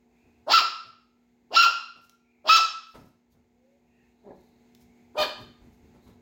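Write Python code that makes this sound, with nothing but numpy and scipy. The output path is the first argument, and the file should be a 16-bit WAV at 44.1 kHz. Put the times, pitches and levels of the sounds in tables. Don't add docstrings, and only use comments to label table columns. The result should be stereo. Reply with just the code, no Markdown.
import sys
import numpy as np
from scipy import signal
from scipy.fft import rfft, irfft, next_fast_len
from scipy.io import wavfile
from scipy.ndimage import uniform_filter1d, minimum_filter1d, map_coordinates

SR = 44100
rng = np.random.default_rng(int(sys.argv[2]) if len(sys.argv) > 2 else 0)


def wav_out(sig):
    wavfile.write(sys.argv[1], SR, np.round(np.clip(np.atleast_2d(sig).T, -1, 1) * 32767).astype(np.int16))


N = 273940

# frequency in Hz, level in dB.
FRIDGE_LINES = [(240, -61.5), (360, -72), (437, -73), (720, -79)]
# frequency in Hz, relative density in dB.
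FRIDGE_AIR_DB = [(100, -24.5), (200, -3), (290, -0.5), (450, -1.5), (600, -5), (860, -2), (1150, -18),
                 (1500, -22), (2500, -52.5)]
BED_RUMBLE_DB = [(25, -32), (40, -17), (55, 2), (80, -2.5), (120, -7), (190, -3.5), (270, -12), (450, -46)]
BED_RUSTLE_DB = [(820, -37), (1400, -5.5), (1920, -2.5), (2150, 4), (2330, -2.5), (2530, -1), (3010, -8.5),
                 (4120, -6), (5830, -11.5), (6590, -4.5), (9320, -23), (12500, -20.5), (15200, -13.5),
                 (16000, -19.5)]
BEDDING_DB = [(1500, -14.5), (4000, -0.5), (6500, 0), (9000, -8), (13000, -1.5), (15500, -2)]
CLAW_TICK_DB = [(400, -11.5), (2000, -5), (6000, -1), (9000, -14), (15000, -7.5)]
PAW_THUD_DB = [(25, -36), (40, -18), (70, 0), (130, -8.5), (250, -6.5), (500, -20.5), (1500, -62)]
FUR_SCUFF_DB = [(150, -13.5), (350, -1), (800, -2), (1500, -11.5), (5000, -26), (15000, -34.5)]
THROAT_TURBULENCE_DB = [(60, -42), (150, -23), (330, -2), (500, -3), (700, 1.5), (950, 4), (1500, -8),
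                        (2200, -38)]
# frequency in Hz, left-right correlation.
BACKGROUND_CORRELATION = [(60, 0.75), (180, 0.94), (550, -0.57), (1650, 0.26), (4970, -0.33),
                          (15000, -0.01)]
ECHO_CORRELATION = [(100, 0.96), (300, 1), (600, 0.31), (1200, 0.2)]
# frequency in Hz, time to fall 60 dB in seconds.
KITCHEN_T60_S = [(150, .44), (600, .42), (1350, .55), (3000, .53), (5200, .5), (8000, .46), (10000, .32),
                 (15000, .28)]
# start in seconds, length in seconds, level in dB.
BRUSH_STROKES = [(2.0, .09, -57), (2.75, .45, -63), (3.29, .08, -66), (4.28, .3, -75), (4.75, .12, -71),
                 (5.36, .1, -66), (5.68, .12, -75), (5.98, .2, -74)]
# start in seconds, level in dB.
CLAW_TAPS = [(2.0956, -35), (4.7492, -44)]
# peak time in seconds, level in dB, twice the rise time in seconds,
# scuff relative to thud in dB.
LANDINGS = [(.265, -61, .06, -12), (.865, -56, .04, 1), (1.972, -58, .036, 4), (2.953, -41, .025, 3),
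            (2.996, -40, .05, -11), (3.355, -57, .065, -7.5), (5.401, -48, .05, -13), (5.47, -55, .04, -14),
            (5.634, -53, .049, -13), (5.838, -55.5, .04, -22), (5.957, -58, .043, -6.5),
            (6.08, -53, .05, -10)]
# start in seconds, length in seconds, start pitch in Hz, end pitch in Hz, level in dB.
WHINE_GLIDES = [(0, .5, 2450, 2560, -73), (2.12, .46, 2400, 2300, -68), (3.49, .333, 450, 600, -61),
                (3.76, .45, 2450, 2673, -73), (3.86, .27, 1880, 1820, -72), (3.927, .98, 3900, 4150, -80),
                (4.739, .48, 2200, 2240, -76), (5.93, .28, 4200, 3913, -77)]
# frequency in Hz, relative gain in dB.
YAP_TRACT_DB = [(300, -25.5), (750, -13), (1600, -.5), (2150, -9), (2750, 4.5), (3600, -2.5), (4400, 3),
                (5400, -.5), (6100, -15.5), (7400, -14.5), (8400, -44), (10000, -32), (13400, -42),
                (15000, -17.5)]
WOOF_TRACT_DB = [(220, -9.5), (750, 8.5), (1200, 4), (1700, -4.5), (2500, -6), (3150, 1.5), (3900, -3),
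                 (4750, 1), (5400, -15), (7700, -20.5), (8600, -27), (13200, -26), (14900, -17.5)]
MUZZLE_DB = [(150, -6), (400, 6), (780, -1.5), (1000, -9.5), (1300, -34), (1700, -17), (3000, -42),
             (8000, -42.5)]
# frequency in Hz, left minus right in dB or in radians.
PUPPY_BALANCE_DB = [(200, 0.5), (700, 0.5), (1300, -1.5), (2400, -4), (4400, -7), (8100, -1.5),
                    (15000, 0.5)]
PUPPY_PHASE_RAD = [(400, 0.019), (700, .5), (1300, 1.6), (2500, 1.0), (4400, 1), (15000, 2)]
# start and length in seconds, pitch and sag in Hz, fundamental and overtones in dB,
# roughness from 0 to 1.
GRUMBLE_CALL = (4.228, .135, 208, 55, -50, -45, .55)
# start, lead-in, hold and fall in seconds; start, break, held pitch and drift in Hz;
# lead-in, fundamental, overtones and fade in dB; held roughness from 0 to 1.
WOOF_CALL = (5.142, .028, .058, .056, 270, 580, 603, -8, -32, -27.5, -24.3, -28, .33)
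# as WOOF_CALL, then jaw formant in Hz, its gain in dB, half-pitch strength as a factor.
YAP_CALLS = [(.463, .065, .054, .058, 470, 960, 1335, -65, -22.5, -3, -8.5, -33, .45, 2580, -4, 1.4),
             (1.502, .056, .069, .072, 320, 930, 1312, 60, -26.5, 0, -6.5, -36, .22, 2940, 5, .7),
             (2.439, .046, .08, .055, 580, 650, 1245, 75, -24, -.3, -4.5, -37, .25, 3320, 5, 1.1)]

TOP_HZ = 15900


def amp(db):
    return 10 ** (np.asarray(db) / 20)


def unit_rms(x):
    return x / np.sqrt(np.mean(x ** 2) + 1e-20)


def along(points, hz):
    knots_hz, values = np.transpose(points)
    return np.interp(np.log(hz + 1), np.log(knots_hz), values)


def ramp(t, start_s, length_s):
    return np.clip((t - start_s) / length_s, 0, 1)


def wobble(rate_hz, n):
    at = np.arange(n) * rate_hz / SR
    return map_coordinates(rng.standard_normal(int(at[-1]) + 4), [at])


def filtered(x, response):
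    n = x.shape[-1]
    size = next_fast_len(n + 8192)
    return irfft(rfft(x, size) * response(np.fft.rfftfreq(size, 1 / SR)), size)[..., :n]


def noise(spectrum_db, n):
    return unit_rms(filtered(rng.standard_normal(n), lambda hz: amp(along(spectrum_db, hz))))


def add(track, start_s, sound):
    part = track[max(round(start_s * SR), 0):][:len(sound)]
    part += sound[:len(part)]


def wash(spectrum_db, drift_db):
    width_rad = lambda hz: np.arccos(np.clip(along(BACKGROUND_CORRELATION, hz), -1, 1)) / 2
    pair = np.array([noise(spectrum_db, N), noise(spectrum_db, N)])
    mid, side = filtered(pair, lambda hz: np.array([np.cos(width_rad(hz)), np.sin(width_rad(hz))]))
    return unit_rms(np.array([mid + side, mid - side]) * amp(drift_db * wobble(12, N)))


def fridge(air_db=-64.8):
    t = np.arange(N) / SR
    hum = sum(amp(db + wobble(2, N)) * np.sqrt(2) * np.sin(2 * np.pi * hz * t + .15 * wobble(5, N))
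              for hz, db in FRIDGE_LINES)
    return hum + amp(air_db) * wash(FRIDGE_AIR_DB, drift_db=.7)


def bed(rumble_db=-68.6, rustle_db=-70.3, stir_db=5):
    stir = ramp(np.arange(N) / SR, start_s=4.7, length_s=.7)
    rumble = amp(rumble_db + stir_db * stir) * wash(BED_RUMBLE_DB, drift_db=2)
    return rumble + amp(rustle_db) * wash(BED_RUSTLE_DB, drift_db=1.2)


def kitchen(x, tail_db, walls_db, gap_s):
    hz, t, pair = signal.stft(rng.standard_normal((2, SR)), SR, nperseg=256)
    width_rad = np.arccos(np.clip(along(ECHO_CORRELATION, hz), 0, 1))[:, None] / 2
    diffuse = np.array([np.cos(width_rad) * pair[0] + side * np.sin(width_rad) * pair[1]
                        for side in (1, -1)])
    decay = amp(-60 * t / along(KITCHEN_T60_S, hz)[:, None])
    impulse = signal.istft(diffuse * decay, SR, nperseg=256)[1]
    impulse /= np.linalg.norm(impulse, axis=1, keepdims=True)
    tail = signal.fftconvolve(x[None], impulse, axes=1)[:, :N]
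    tail = filtered(tail, lambda f: np.exp(-2j * np.pi * f * gap_s))
    delays_s = np.array([[.0031, .0074, .0132], [.0029, .0077, .0129]])
    walls = filtered(x, lambda f: np.exp(-2j * np.pi * f * delays_s[..., None]).sum(axis=1))
    return x + amp(walls_db) * walls + amp(tail_db) * tail


def brushes():
    out = np.zeros(N)
    for start_s, length_s, db in BRUSH_STROKES:
        n = int(length_s * SR)
        add(out, start_s, amp(db + 3 * wobble(90, n)) * np.hanning(n) * noise(BEDDING_DB, n))
    return out


def whines():
    out = np.zeros(N)
    for start_s, length_s, start_hz, end_hz, db in WHINE_GLIDES:
        n = int(length_s * SR)
        jitter = start_hz / 45000 * wobble(260, n)
        pitch_hz = np.linspace(start_hz, end_hz, n) * (1 + jitter)
        tone = np.sqrt(2) * np.sin(2 * np.pi * np.cumsum(pitch_hz) / SR)
        add(out, start_s, amp(db) * np.hanning(n) * tone)
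    return out


def paws(tick_trim_db=-5, tick_t60_s=.016):
    out, n = np.zeros(N), SR // 3
    t = np.arange(n) / SR
    for start_s, db in CLAW_TAPS:
        add(out, start_s, amp(db + tick_trim_db - 60 * t / tick_t60_s) * noise(CLAW_TICK_DB, n))
    for peak_s, db, width_s, scuff_db in LANDINGS:
        rise_s = width_s / 2
        push = t / rise_s * np.exp(1 - t / rise_s)
        contact = noise(PAW_THUD_DB, n) + amp(scuff_db) * noise(FUR_SCUFF_DB, n)
        add(out, peak_s - rise_s, amp(db) * push * contact)
    return out


def voice(controls, tract_db, jaw_hz, jaw_db, jitter, flutter_db=4, half_pitch=.4, rasp=.9, gruff=.6):
    pitch_hz, tone_db, overtone_db, rough = controls
    n = len(pitch_hz)
    rough = np.clip(rough, 0, 1)
    slack = 1 / (1 + (pitch_hz / 880) ** 14)
    pitch_hz = pitch_hz * (1 + jitter * rough * wobble(450, n))
    phase = 2 * np.pi * np.cumsum(pitch_hz) / SR
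    mouth = lambda hz: amp(along(tract_db, hz) + jaw_db * np.exp(-((hz - jaw_hz) / 220) ** 2))
    orders = np.arange(3, 55)[:, None] / 2
    partial_hz = orders * pitch_hz
    weights = mouth(partial_hz) * np.where(orders % 1, half_pitch * rough, 1) * (partial_hz < TOP_HZ)
    weights *= amp(5 * np.array([wobble(110, n) for _ in orders]))
    weights /= np.sqrt(np.sum(weights ** 2, axis=0))
    offsets_rad = rng.uniform(0, 2 * np.pi, orders.shape)
    overtones = np.sqrt(2) * np.sum(weights * np.sin(orders * phase + offsets_rad), axis=0)
    puffs = unit_rms(filtered(rng.standard_normal(n) * (1 + np.cos(phase)), mouth))
    puff_share = np.clip(rasp * rough, 0, 1)
    upper = amp(overtone_db) * (np.sqrt(1 - puff_share) * overtones + np.sqrt(puff_share) * puffs)
    rattle_share = np.clip(gruff * rough * slack, 0, .9)
    rattle = np.sqrt(rattle_share) * noise(THROAT_TURBULENCE_DB, n)
    lower = amp(tone_db) * (np.sqrt(2 * (1 - rattle_share)) * np.sin(phase) + rattle)
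    flutter = amp(flutter_db * rough * wobble(260, n))
    return (lower + upper) * flutter * signal.windows.tukey(n, .05)


def grumble(length_s, pitch_hz, sag_hz, tone_db, overtone_db, rough, edge_db=-24):
    progress = np.linspace(0, 1, int(length_s * SR))
    swell_db = edge_db * (2 * progress - 1) ** 2
    controls = pitch_hz - sag_hz * progress ** 2, tone_db + swell_db, overtone_db + swell_db, rough
    return voice(controls, MUZZLE_DB, jaw_hz=750, jaw_db=2, jitter=.11, rasp=.4, gruff=.15)


def bark_controls(row, open_s, leap_s=.008, swell_s=.013):
    lead_s, hold_s, fall_s, start_hz, break_hz, held_hz, drift_hz = row[:7]
    lead_db, held_db, overtone_db, fade_db, held_rough = row[7:]
    onset_db, onset_s, shut_db, close_db, dull_db = -33, .012, -70, -52, -6
    arch, end_ratio, lead_rough, fall_rough = .022, .27, .58, .8
    t = np.arange(0, lead_s + hold_s + fall_s, 1 / SR)
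    climb, hold, fall = ramp(t, 0, lead_s), ramp(t, lead_s, hold_s), ramp(t, lead_s + hold_s, fall_s)
    leap = lambda before, after, length_s: before + (after - before) * ramp(t, lead_s, length_s)
    climb_hz = start_hz + (break_hz - start_hz) * climb
    ring_hz = held_hz * (1 + arch * np.sin(np.pi * hold)) + drift_hz * hold
    pitch_hz = leap(climb_hz, ring_hz, leap_s) * (1 - (1 - end_ratio) * fall ** 1.2)
    attack_db = lead_db + onset_db * np.exp(-t / onset_s)
    tone_db = leap(attack_db, held_db, swell_s) + fade_db * fall ** .7
    mouth_db = shut_db * (1 - ramp(t, 0, open_s)) ** 2 + close_db * fall ** 1.7
    upper_db = overtone_db + leap(dull_db, 0, swell_s) + mouth_db
    rough = leap(lead_rough, held_rough, swell_s) + (fall_rough - held_rough) * fall
    return pitch_hz, tone_db, upper_db, rough


def puppy():
    out = np.zeros(N)
    for start_s, *row, jaw_hz, jaw_db, half_pitch in YAP_CALLS:
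        controls = bark_controls(row, open_s=.072)
        yap = voice(controls, YAP_TRACT_DB, jaw_hz, jaw_db, jitter=.045, flutter_db=2,
                    half_pitch=half_pitch)
        add(out, start_s, yap)
    add(out, GRUMBLE_CALL[0], grumble(*GRUMBLE_CALL[1:]))
    controls = bark_controls(WOOF_CALL[1:], open_s=.061)
    add(out, WOOF_CALL[0], voice(controls, WOOF_TRACT_DB, jaw_hz=3500, jaw_db=1.5, jitter=.03))
    return out


def scene():
    calls = kitchen(puppy(), tail_db=-3.5, walls_db=-16, gap_s=.004)
    sides = np.array([[.5], [-.5]])
    balance = lambda hz: amp(sides * along(PUPPY_BALANCE_DB, hz))
    calls = filtered(calls, lambda hz: balance(hz) * np.exp(1j * sides * along(PUPPY_PHASE_RAD, hz)))
    litter = kitchen(paws() + whines() + brushes(), tail_db=-4, walls_db=-18.5, gap_s=.0061)
    return fridge() + bed() + litter + calls


def gain_control(x, threshold_db=-10.8, recover_db_per_s=6.3, start_cut_db=5):
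    power = uniform_filter1d(np.mean(x ** 2, axis=0), size=1300)
    excess_db = np.maximum(10 * np.log10(np.abs(power) + 1e-12) - threshold_db, 0)
    recovered_db = recover_db_per_s * np.arange(N) / SR
    cut_db = np.maximum.accumulate(np.maximum(excess_db + recovered_db, start_cut_db)) - recovered_db
    return x * amp(-uniform_filter1d(cut_db, size=200))


def record(dry):
    x = gain_control(dry)
    safe_gain = np.minimum(1, .92 / (np.abs(x).max(axis=0) + 1e-9))
    gain = uniform_filter1d(minimum_filter1d(safe_gain, size=301), size=201)
    return filtered(x * gain, lambda hz: hz < TOP_HZ)


dry = scene()
out = record(dry)
wav_out(out)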